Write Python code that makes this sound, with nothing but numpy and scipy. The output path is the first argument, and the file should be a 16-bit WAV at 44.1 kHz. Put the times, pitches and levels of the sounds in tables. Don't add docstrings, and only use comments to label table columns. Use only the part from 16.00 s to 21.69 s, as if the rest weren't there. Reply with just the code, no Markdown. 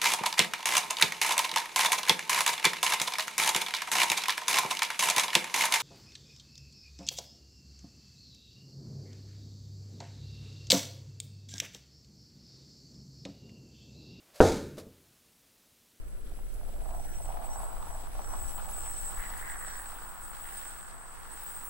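import sys
import numpy as np
from scipy import signal
from scipy.fft import rfft, irfft
from scipy.io import wavfile
from scipy.ndimage import uniform_filter1d

SR = 44100
rng = np.random.default_rng(int(sys.argv[2]) if len(sys.argv) > 2 else 0)


def wrap_up_sound(samples):
    columns = np.atleast_2d(samples).T
    tamed = np.clip(columns, -1, 1)
    steps = np.round(tamed * 32767).astype(np.int16)
    wavfile.write(sys.argv[1], SR, steps)


N = 250929
TIME = np.arange(N) / SR
FREQ = np.arange(N // 2 + 1) * SR / N
PORT_LAG_SAMPLES, WHINE_LAG_SAMPLES, TRIM_LAG_SAMPLES = 4, 4.3, 5.1

# f/Hz, stage width/Hz, relative level/dB, rise/dB per doubling of speed
SHELL_MODES = [(589, 70, -12.5, -18), (684.5, 162, 3.5, -8), (779, 122, 2.5, -4), (880, 318, 5, 2),
               (1103, 465, 1, 15), (1414, 380, -4, 21)]


def undb(db):
    return 10 ** (np.asarray(db) / 20)


def unit(x):
    return x / np.sqrt(np.mean(x ** 2))


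def noise():
    return rng.standard_normal((3, N))


def walk(rate_hz, count=1):
    spectrum = rfft(rng.standard_normal((count, N)))
    return unit(irfft(spectrum * np.exp(-(FREQ / rate_hz) ** 2), N))


def curve(rows):
    return np.interp(TIME, *np.transpose(rows))


def bell(distance, half_width):
    return np.exp(-(distance / half_width) ** 2)


def burst(start_s, length_s, attack_s, release_s):
    age_s = TIME - start_s
    return np.clip(age_s / attack_s, 0, 1) * np.exp(-np.maximum(age_s - length_s, 0) / release_s)


def doublings(speed_hz):
    return np.log2(speed_hz / np.mean(speed_hz))


def colour(x, points):
    hz, db = np.transpose(points)
    return irfft(rfft(x) * undb(np.interp(np.log(FREQ + 1), np.log(hz), db)), N)


def ring(x, hz, width_hz):
    damping = 1j * FREQ * width_hz
    return irfft(rfft(x) * (damping / (hz ** 2 - FREQ ** 2 + damping)) ** 2, N)


def moving_ring(hz, width_hz):
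    lowpass = signal.butter(2, width_hz / 2, fs=SR, output="sos")
    in_phase, quadrature = signal.sosfilt(lowpass, rng.standard_normal((2, 3, N)))
    phase = 2 * np.pi * np.cumsum(hz) / SR
    return unit(in_phase * np.cos(phase) + quadrature * np.sin(phase))


def sing(modes):
    return sum(undb(db) * ring(noise(), hz, width_hz) for hz, width_hz, db in modes)


def even(x, span_s=0.35):
    power = np.mean(np.atleast_2d(x) ** 2, axis=0)
    size = int(span_s * SR / 2)
    slow_power = uniform_filter1d(uniform_filter1d(power, size), size)
    return x / np.sqrt(slow_power + 1e-12)


def ports(x, direct, lag=PORT_LAG_SAMPLES):
    late = np.sinc(np.arange(-12, 13) - lag) * signal.windows.tukey(25)
    common = np.array([np.convolve(x[0], late, "same"), x[0]])
    return np.sqrt(direct) * common + np.sqrt(1 - direct) * x[1:]


def joints(speed_hz, per_cycle, uneven, scatter_db, contact_s):
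    gap, size = rng.standard_normal((900, 2)).T
    stones_passed = np.cumsum(speed_hz) * per_cycle / SR
    at = np.searchsorted(stones_passed, np.cumsum(np.exp(uneven * gap)))
    pushes = np.bincount(at, undb(scatter_db * np.tanh(size)), N + 1)[:N]
    return unit(irfft(rfft(pushes) * np.exp(-(FREQ * contact_s) ** 2), N))


def tyre(speed_hz, coarse_db, drum_db):
    slaps = joints(speed_hz, per_cycle=.33, uneven=.3, scatter_db=3, contact_s=.005)
    body = shell(slaps, speed_hz, drum_db) + panel(slaps, speed_hz, coarse_db) + panel_bouts(slaps)
    tread = tread_hiss(slaps, coarse_db) + scuffs()
    return ports(body, direct=0.25) + ports(tread, direct=0.19)


def shell(slaps, speed_hz, drum_db):
    patter_db, doublings_per_drum_db = -49, 0.033
    # t/s, half length/s, rise/dB, brightening/doublings of speed
    surge_rows = [(0.683, 0.018, 5.5, -0.033), (0.937, 0.021, 4.5, 0.62), (0.975, .016, 4, -0.25),
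                  (1.206, 0.0078, 12.5, -0.46), (1.378, 0.029, 2, -0.023), (1.427, 0.011, 1, 0.36),
                  (1.61, .06, 2.5, .2), (1.696, 0.011, 0.5, 0.14), (1.849, 0.028, -0.5, 0.2),
                  (2.068, .02, 2.5, 0.46), (2.192, 0.026, 7.5, -.1), (2.334, 0.026, 7, 0.045),
                  (2.592, 0.026, 5.5, 0.25), (2.683, 0.028, 2.5, -0.19), (2.863, 0.029, 3.5, 0)]
    surge_db = sum(db * bell(TIME - s, half_s) for s, half_s, db, lift in surge_rows)
    surge_bright = sum(lift * bell(TIME - s, half_s) for s, half_s, db, lift in surge_rows)
    octaves = doublings(speed_hz)
    force = slaps + 2.74 * undb(7.9 * octaves)
    bright = octaves + doublings_per_drum_db * drum_db + surge_bright
    modes = 0
    for hz, width_hz, db, rise_db in SHELL_MODES:
        share = undb(db + rise_db * bright + 1.3 * walk(115))
        modes = modes + ring(force * noise() * share, hz, width_hz)
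    return even(modes, span_s=0.078) * undb(patter_db + drum_db + surge_db)


def panel(slaps, speed_hz, coarse_db):
    buzz_db, db_per_coarse_db, db_per_doubling = -63, 0.52, 12
    # f/Hz, stage width/Hz, relative level/dB
    panel_modes = [(1580, 540, 22), (1707, 410, 25.5), (2070, 130, 21), (3000, 2400, -28)]
    level_db = buzz_db + db_per_coarse_db * coarse_db + db_per_doubling * doublings(speed_hz)
    return even((slaps + 4) * sing(panel_modes)) * undb(level_db)


def tread_hiss(slaps, coarse_db):
    hiss_db = -57.5
    # f/Hz, relative gain/dB
    tread_colour = [(900, 3.5), (2000, 2), (2700, 5), (3500, 5), (5000, 3), (6600, 0.5), (9000, 5.5),
                    (16000, -85)]
    hiss = colour((slaps + 5) * noise() * undb(1.7 * walk(17)), tread_colour)
    return even(hiss) * undb(hiss_db + coarse_db)


def crackle(speed_hz, coarse_db):
    crackle_db = -62.5
    # f/Hz, relative gain/dB
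    sand_colour = [(500, -17), (1200, 2.5), (2600, -0.5), (4000, -10), (6000, -11), (10000, -17),
                   (14000, -7), (16000, -18)]
    snaps = np.array([joints(speed_hz, per_cycle=.9, uneven=.8, scatter_db=8, contact_s=.0006)
                      for _ in range(3)])
    return even(ports(colour(snaps * noise(), sand_colour), direct=0.2)) * undb(crackle_db + coarse_db)


def motor(speed_hz, coarse_db):
    whine_db, octave_base_db, sizzle_base_db = -49, -55, -54
    # t/s, relative level/dB
    effort_rows = [(0.0, -21.5), (0.68, -15.5), (0.91, -5.5), (1.06, -8.5), (1.23, -1.5), (1.4, -11),
                   (1.54, 4), (1.73, -4.5), (2.03, -3), (2.12, -11.5), (2.25, -2.5), (2.48, 4), (2.6, 1),
                   (2.82, 6.5), (3.05, 9), (3.3, 1), (3.68, 4), (4.11, -4.5), (4.59, 2), (5.23, -4),
                   (5.55, 2.5), (5.69, -0.5)]
    # t/s, relative level/dB
    octave_rows = [(0, -22), (0.25, -20), (0.36, -14), (0.76, -13), (0.9, -5), (1.55, -1.5), (2.2, -5),
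                   (2.42, 6), (4.3, 3.5), (4.6, 9), (4.92, -8), (5.3, -4), (5.42, 10), (5.69, 8)]
    effort_db = curve(effort_rows) + 1.68 * walk(18)
    octave_db = curve(octave_rows)
    octaves = doublings(speed_hz)
    wander = 1 + .003 * walk(12)[0]
    tones_db = -2.5 - 2.5 * octaves
    blend = even(housing(octaves, wander)) + undb(tones_db) * side_tones(speed_hz)
    whine = even(ports(blend, direct=0.72, lag=WHINE_LAG_SAMPLES), span_s=0.16)
    sizzle_db = sizzle_base_db + 0.12 * effort_db + 0.82 * coarse_db + 0.15 * octave_db - 4 * octaves
    return (whine * undb(whine_db + effort_db) + switching_octave() * undb(octave_base_db + octave_db)
            + sizzle(wander) * undb(sizzle_db) + low_ring(wander))


def housing(octaves, wander):
    # f/Hz, width/Hz, relative level/dB, rise/dB per doubling of speed
    housing_modes = [(7570, 310, 6.5, -11), (7950, 72, 15, -14.5), (8210, 280, 10, -16.5),
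                     (8420, 270, 0.5, 23)]
    return sum(moving_ring(hz * wander, width_hz) * undb(db + rise_db * octaves + 3 * walk(25))
               for hz, width_hz, db, rise_db in housing_modes)


def side_tones(speed_hz):
    switch_hz = 7865
    # multiple of the electrical rate, relative level/dB
    tone_rows = [(-4, -10.5), (-2, -13), (-1, -12), (1, -7), (2, 0), (3, -10), (4, -1.5), (5, -9)]
    turn = 2 * np.pi * np.cumsum(speed_hz * (1 + .012 * walk(9)[0])) / SR
    switch = 2 * np.pi * switch_hz * TIME
    tones = 0
    for multiple, db in tone_rows:
        sine = np.sin(switch + multiple * turn + .8 * walk(16, count=3))
        tones = tones + undb(db) * sine * (1 + .9 * walk(22, count=3))
    return unit(tones)


def switching_octave():
    # f/Hz, stage width/Hz, relative level/dB
    octave_modes = [(15730, 28, 0), (15680, 200, -13), (15500, 450, -24)]
    return even(ports(sing(octave_modes), direct=.65, lag=PORT_LAG_SAMPLES + 1))


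def sizzle(wander):
    trim_hz, trim_width_hz, trim_db = 10730, 820, -5.5
    # f/Hz, relative gain/dB
    sizzle_colour = [(6000, -38), (9000, 1), (10000, 7.5), (10750, 2.5), (11600, 5.5), (13000, 6),
                     (14200, 4.5), (15000, -2), (16000, 9)]
    spread = even(ports(colour(noise() * undb(0.97 * walk(60)), sizzle_colour), direct=0.06))
    trim = moving_ring(trim_hz * wander, trim_width_hz) * undb(2.5 * walk(40))
    return spread + undb(trim_db) * even(ports(trim, direct=.7, lag=TRIM_LAG_SAMPLES))


def buffet(gust_db):
    buffet_db = -40
    # f/Hz, relative gain/dB
    buffet_colour = [(4, -22), (10, 4), (24, 3.5), (35, -0.5), (50, -9.5), (70, -14.5), (100, -25),
                     (160, -36), (400, -61.5)]
    return even(ports(colour(noise(), buffet_colour), direct=0.054), span_s=0.2) * undb(buffet_db + gust_db)


def rumble(gust_db, drum_db):
    rumble_db, db_per_gust_db, db_per_drum_db = -56, 0.52, 0.043
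    # f/Hz, relative gain/dB
    rumble_colour = [(50, -2.5), (120, 0.5), (200, -2.5), (380, -4), (490, -3.5), (620, -7.5), (750, -15),
                     (950, -35), (1350, -13.5), (1900, -24.5), (4000, -44)]
    level_db = rumble_db + db_per_gust_db * gust_db + db_per_drum_db * drum_db
    return unit(ports(colour(noise(), rumble_colour), direct=0.12)) * undb(level_db)


def hush():
    hush_db = -60
    # f/Hz, relative gain/dB
    hush_colour = [(40, 3), (70, 6.5), (120, -2.5), (250, -7.5), (420, -8), (600, -9.5), (950, -9),
                   (1350, -9), (1900, -14.5), (4000, -22.5)]
    return unit(ports(colour(noise(), hush_colour), direct=0.16)) * undb(hush_db)


def rattle():
    attack_s, release_s, width_hz, grain_db = 0.01, 0.026, 860, 3
    # start t/s, length/s, ring level/dB, ring f/Hz, spray level/dB
    tick_rows = [(0.071, 0.0314, -68, 10510, -67), (0.512, 0.031, -66, 10810, -61),
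                 (1.06, 0.0197, -66, 10740, -65), (1.585, 0.0325, -53, 10850, -61),
                 (1.869, 0.0326, -57, 10900, -64), (1.955, 0.0273, -65, 10680, -67),
                 (2.28, .05, -57, 10580, -68), (2.448, 0.069, -53.5, 10260, -61),
                 (2.68, 0.0307, -51, 10850, -54), (2.753, 0.109, -64, 10620, -72),
                 (3, 0.018, -51, 10750, -56), (3.054, 0.031, -64, 11200, -60),
                 (3.169, 0.0348, -56, 10770, -59), (3.366, 0.029, -53, 10710, -53),
                 (3.557, 0.085, -57, 11000, -66), (3.774, 0.052, -57.5, 9920, -64),
                 (4.21, 0.0167, -57, 10800, -58), (4.391, 0.036, -60, 10400, -70),
                 (5.635, 0.027, -53, 10700, -58)]
    # f/Hz, relative gain/dB
    spray_colour = [(2000, -40), (7000, -6), (9300, -10), (11500, -9), (12500, -6), (14000, -7),
                    (15500, -19)]
    ring_gain, spray_gain = 0, 0
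    for s, length_s, ring_db, hz, spray_db in tick_rows:
        envelope = burst(s, length_s, attack_s, release_s)
        ring_gain = ring_gain + undb(ring_db) * envelope
        spray_gain = spray_gain + undb(spray_db) * envelope
    pitch_hz = curve([(s + length_s, hz) for s, length_s, ring_db, hz, spray_db in tick_rows])
    ringing = ports(moving_ring(pitch_hz, width_hz), direct=.65, lag=TRIM_LAG_SAMPLES)
    spray = ports(unit(colour(noise(), spray_colour)), direct=.1)
    return (ring_gain * ringing + spray_gain * spray) * undb(grain_db * walk(200))


def scuffs():
    width_hz, grain_db = 1470, -3
    # t/s, half length/s, level/dB, centre f/Hz
    scuff_rows = [(.28, .02, -66, 3670), (1.14, 0.029, -63, 2610), (1.315, .03, -62, 2805),
                  (1.44, .02, -62, 2692), (1.615, .02, -65, 4300), (2.34, .02, -72, 2300),
                  (2.59, .02, -57, 3135), (2.865, 0.035, -56, 2340), (3.23, .05, -60, 2704),
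                  (3.39, 0.015, -54, 2682), (3.53, 0.025, -64, 2660), (3.74, 0.073, -62, 4345),
                  (3.97, .03, -58, 3012), (4.36, 0.017, -72, 4600), (4.48, 0.038, -57, 2500),
                  (4.618, .018, -57, 3660)]
    swell = sum(undb(db) * bell(TIME - s, half_s) for s, half_s, db, hz in scuff_rows)
    pitch_hz = curve([(s, hz) for s, half_s, db, hz in scuff_rows])
    return swell * unit(moving_ring(pitch_hz, width_hz) * undb(grain_db * walk(110)))


def thumps():
    half_length_s = 0.029
    # t/s, level/dB
    thump_rows = [(.37, -45), (.475, -48), (.69, -40.5), (.81, -42), (.95, -41), (1.12, -55), (1.29, -36),
                  (1.56, -49), (1.78, -43), (2.06, -41.5), (2.19, -33.5), (2.45, -38), (2.73, -41),
                  (2.83, -41), (3.19, -35)]
    # f/Hz, relative gain/dB
    thump_colour = [(12, -12), (28, 7.5), (50, -2), (72, -14), (100, -25), (250, -51.5)]
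    swell = sum(undb(db) * bell(TIME - s, half_length_s) for s, db in thump_rows)
    return swell * even(ports(colour(noise(), thump_colour), direct=0.13), span_s=0.027)


def knocks():
    contact_s = 0.00043
    # t/s, peak level/dB
    knock_rows = [(0.39, -40.5), (0.612, -41.5), (0.762, -43), (0.858, -35.5), (0.891, -36), (1.481, -37),
                  (1.57, -36), (1.247, -41), (1.29, -33), (1.642, -38), (1.766, -40), (2.152, -35),
                  (2.205, -37), (2.505, -40), (2.587, -37), (2.679, -37), (2.781, -38), (3.096, -40),
                  (3.676, -38), (3.93, -41), (4.668, -43)]
    push = bell(TIME - contact_s, contact_s / 2)
    knock = sum(undb(db) * ring(push, hz, width_hz) for hz, width_hz, db, rise_db in SHELL_MODES)
    knock = knock / np.max(np.abs(knock))
    s, db = np.transpose(knock_rows)
    blows = np.bincount((s * SR).astype(int), undb(db), N)[:N]
    train = irfft(rfft(blows) * rfft(knock), N)
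    return np.array([np.roll(train, PORT_LAG_SAMPLES), train])


def low_ring(wander):
    mode_hz, width_hz = 5845, 180
    # t/s, half length/s, level/dB
    spell_rows = [(.47, .04, -73), (1.03, 0.086, -64), (1.15, 0.038, -60), (1.27, 0.091, -65),
                  (1.532, .035, -55), (1.92, 0.077, -65), (2.3, 0.13, -59.5), (2.495, 0.029, -58),
                  (2.93, 0.16, -60), (3.567, .04, -64), (3.72, 0.055, -58), (4.648, .1, -66)]
    swell = sum(undb(db) * bell(TIME - s, half_s) for s, half_s, db in spell_rows)
    return swell * even(ports(moving_ring(mode_hz * wander, width_hz), direct=0.8), span_s=0.08)


def panel_bouts(slaps):
    attack_s, release_s, width_hz = 0.026, 0.041, 450
    # start t/s, length/s, level/dB, pitch f/Hz
    bout_rows = [(1.05, .09, -59, 1596), (3.164, .1, -47, 1882), (3.3, 0.1, -51.5, 1840),
                 (3.41, .15, -47, 1800), (3.599, 0.21, -50.5, 1724), (4.422, 0.16, -55.5, 1788)]
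    swell = sum(undb(db) * burst(s, length_s, attack_s, release_s) for s, length_s, db, hz in bout_rows)
    pitch_hz = curve([(s + length_s / 2, hz) for s, length_s, db, hz in bout_rows])
    return swell * even((slaps + 3.5) * moving_ring(pitch_hz, width_hz))


def scene():
    # t/s, f/Hz
    speed_rows = [(0, 42.8), (.6, 47.07), (1, 58.96), (1.5, 73.9), (2, 90.65), (2.5, 106.6), (3, 119.1),
                  (3.5, 128.1), (4, 135), (5, 141.3), (5.7, 143.3)]
    # t/s, relative level/dB
    coarse_rows = [(0.0, -12.5), (0.26, -8), (1.62, -1.5), (1.72, -2.5), (3.26, 3), (3.54, 0.5),
                   (3.96, 0.5), (4.18, -3), (4.59, 3.5), (5.03, -5), (5.43, 2), (5.69, -1.5)]
    # t/s, relative level/dB
    drum_rows = [(0, -23), (.22, -28.5), (.3, -12.5), (.41, -13), (.47, -33), (.57, -7.5), (.73, -9),
                 (.86, -0.5), (.99, 0.5), (1.04, -5), (1.24, -6.5), (1.29, 5), (1.6, 3), (1.96, 2),
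                 (2.11, -4.5), (2.16, -2), (2.41, 2), (2.52, -2), (2.75, 0.5), (2.99, -3.5), (3.14, 2),
                 (5.08, -3), (5.69, -2)]
    # t/s, relative level/dB
    gust_rows = [(0.0, 2), (0.8, 6.5), (2.03, 3), (2.32, 5), (2.72, 2.5), (3.12, 1.5), (4.16, -6),
                 (4.33, -5), (4.81, -8), (5.69, -6.5)]
    speed_hz, coarse_db = curve(speed_rows), curve(coarse_rows)
    drum_db, gust_db = curve(drum_rows), curve(gust_rows)
    wheel = tyre(speed_hz, coarse_db, drum_db) + crackle(speed_hz, coarse_db)
    air = buffet(gust_db) + rumble(gust_db, drum_db) + hush()
    return wheel + motor(speed_hz, coarse_db) + air + rattle() + thumps() + knocks()


def record(dry):
    top_hz = 15800
    return signal.sosfilt(signal.ellip(14, .1, 80, top_hz, fs=SR, output="sos"), dry)


dry = scene()
out = record(dry)
wrap_up_sound(out)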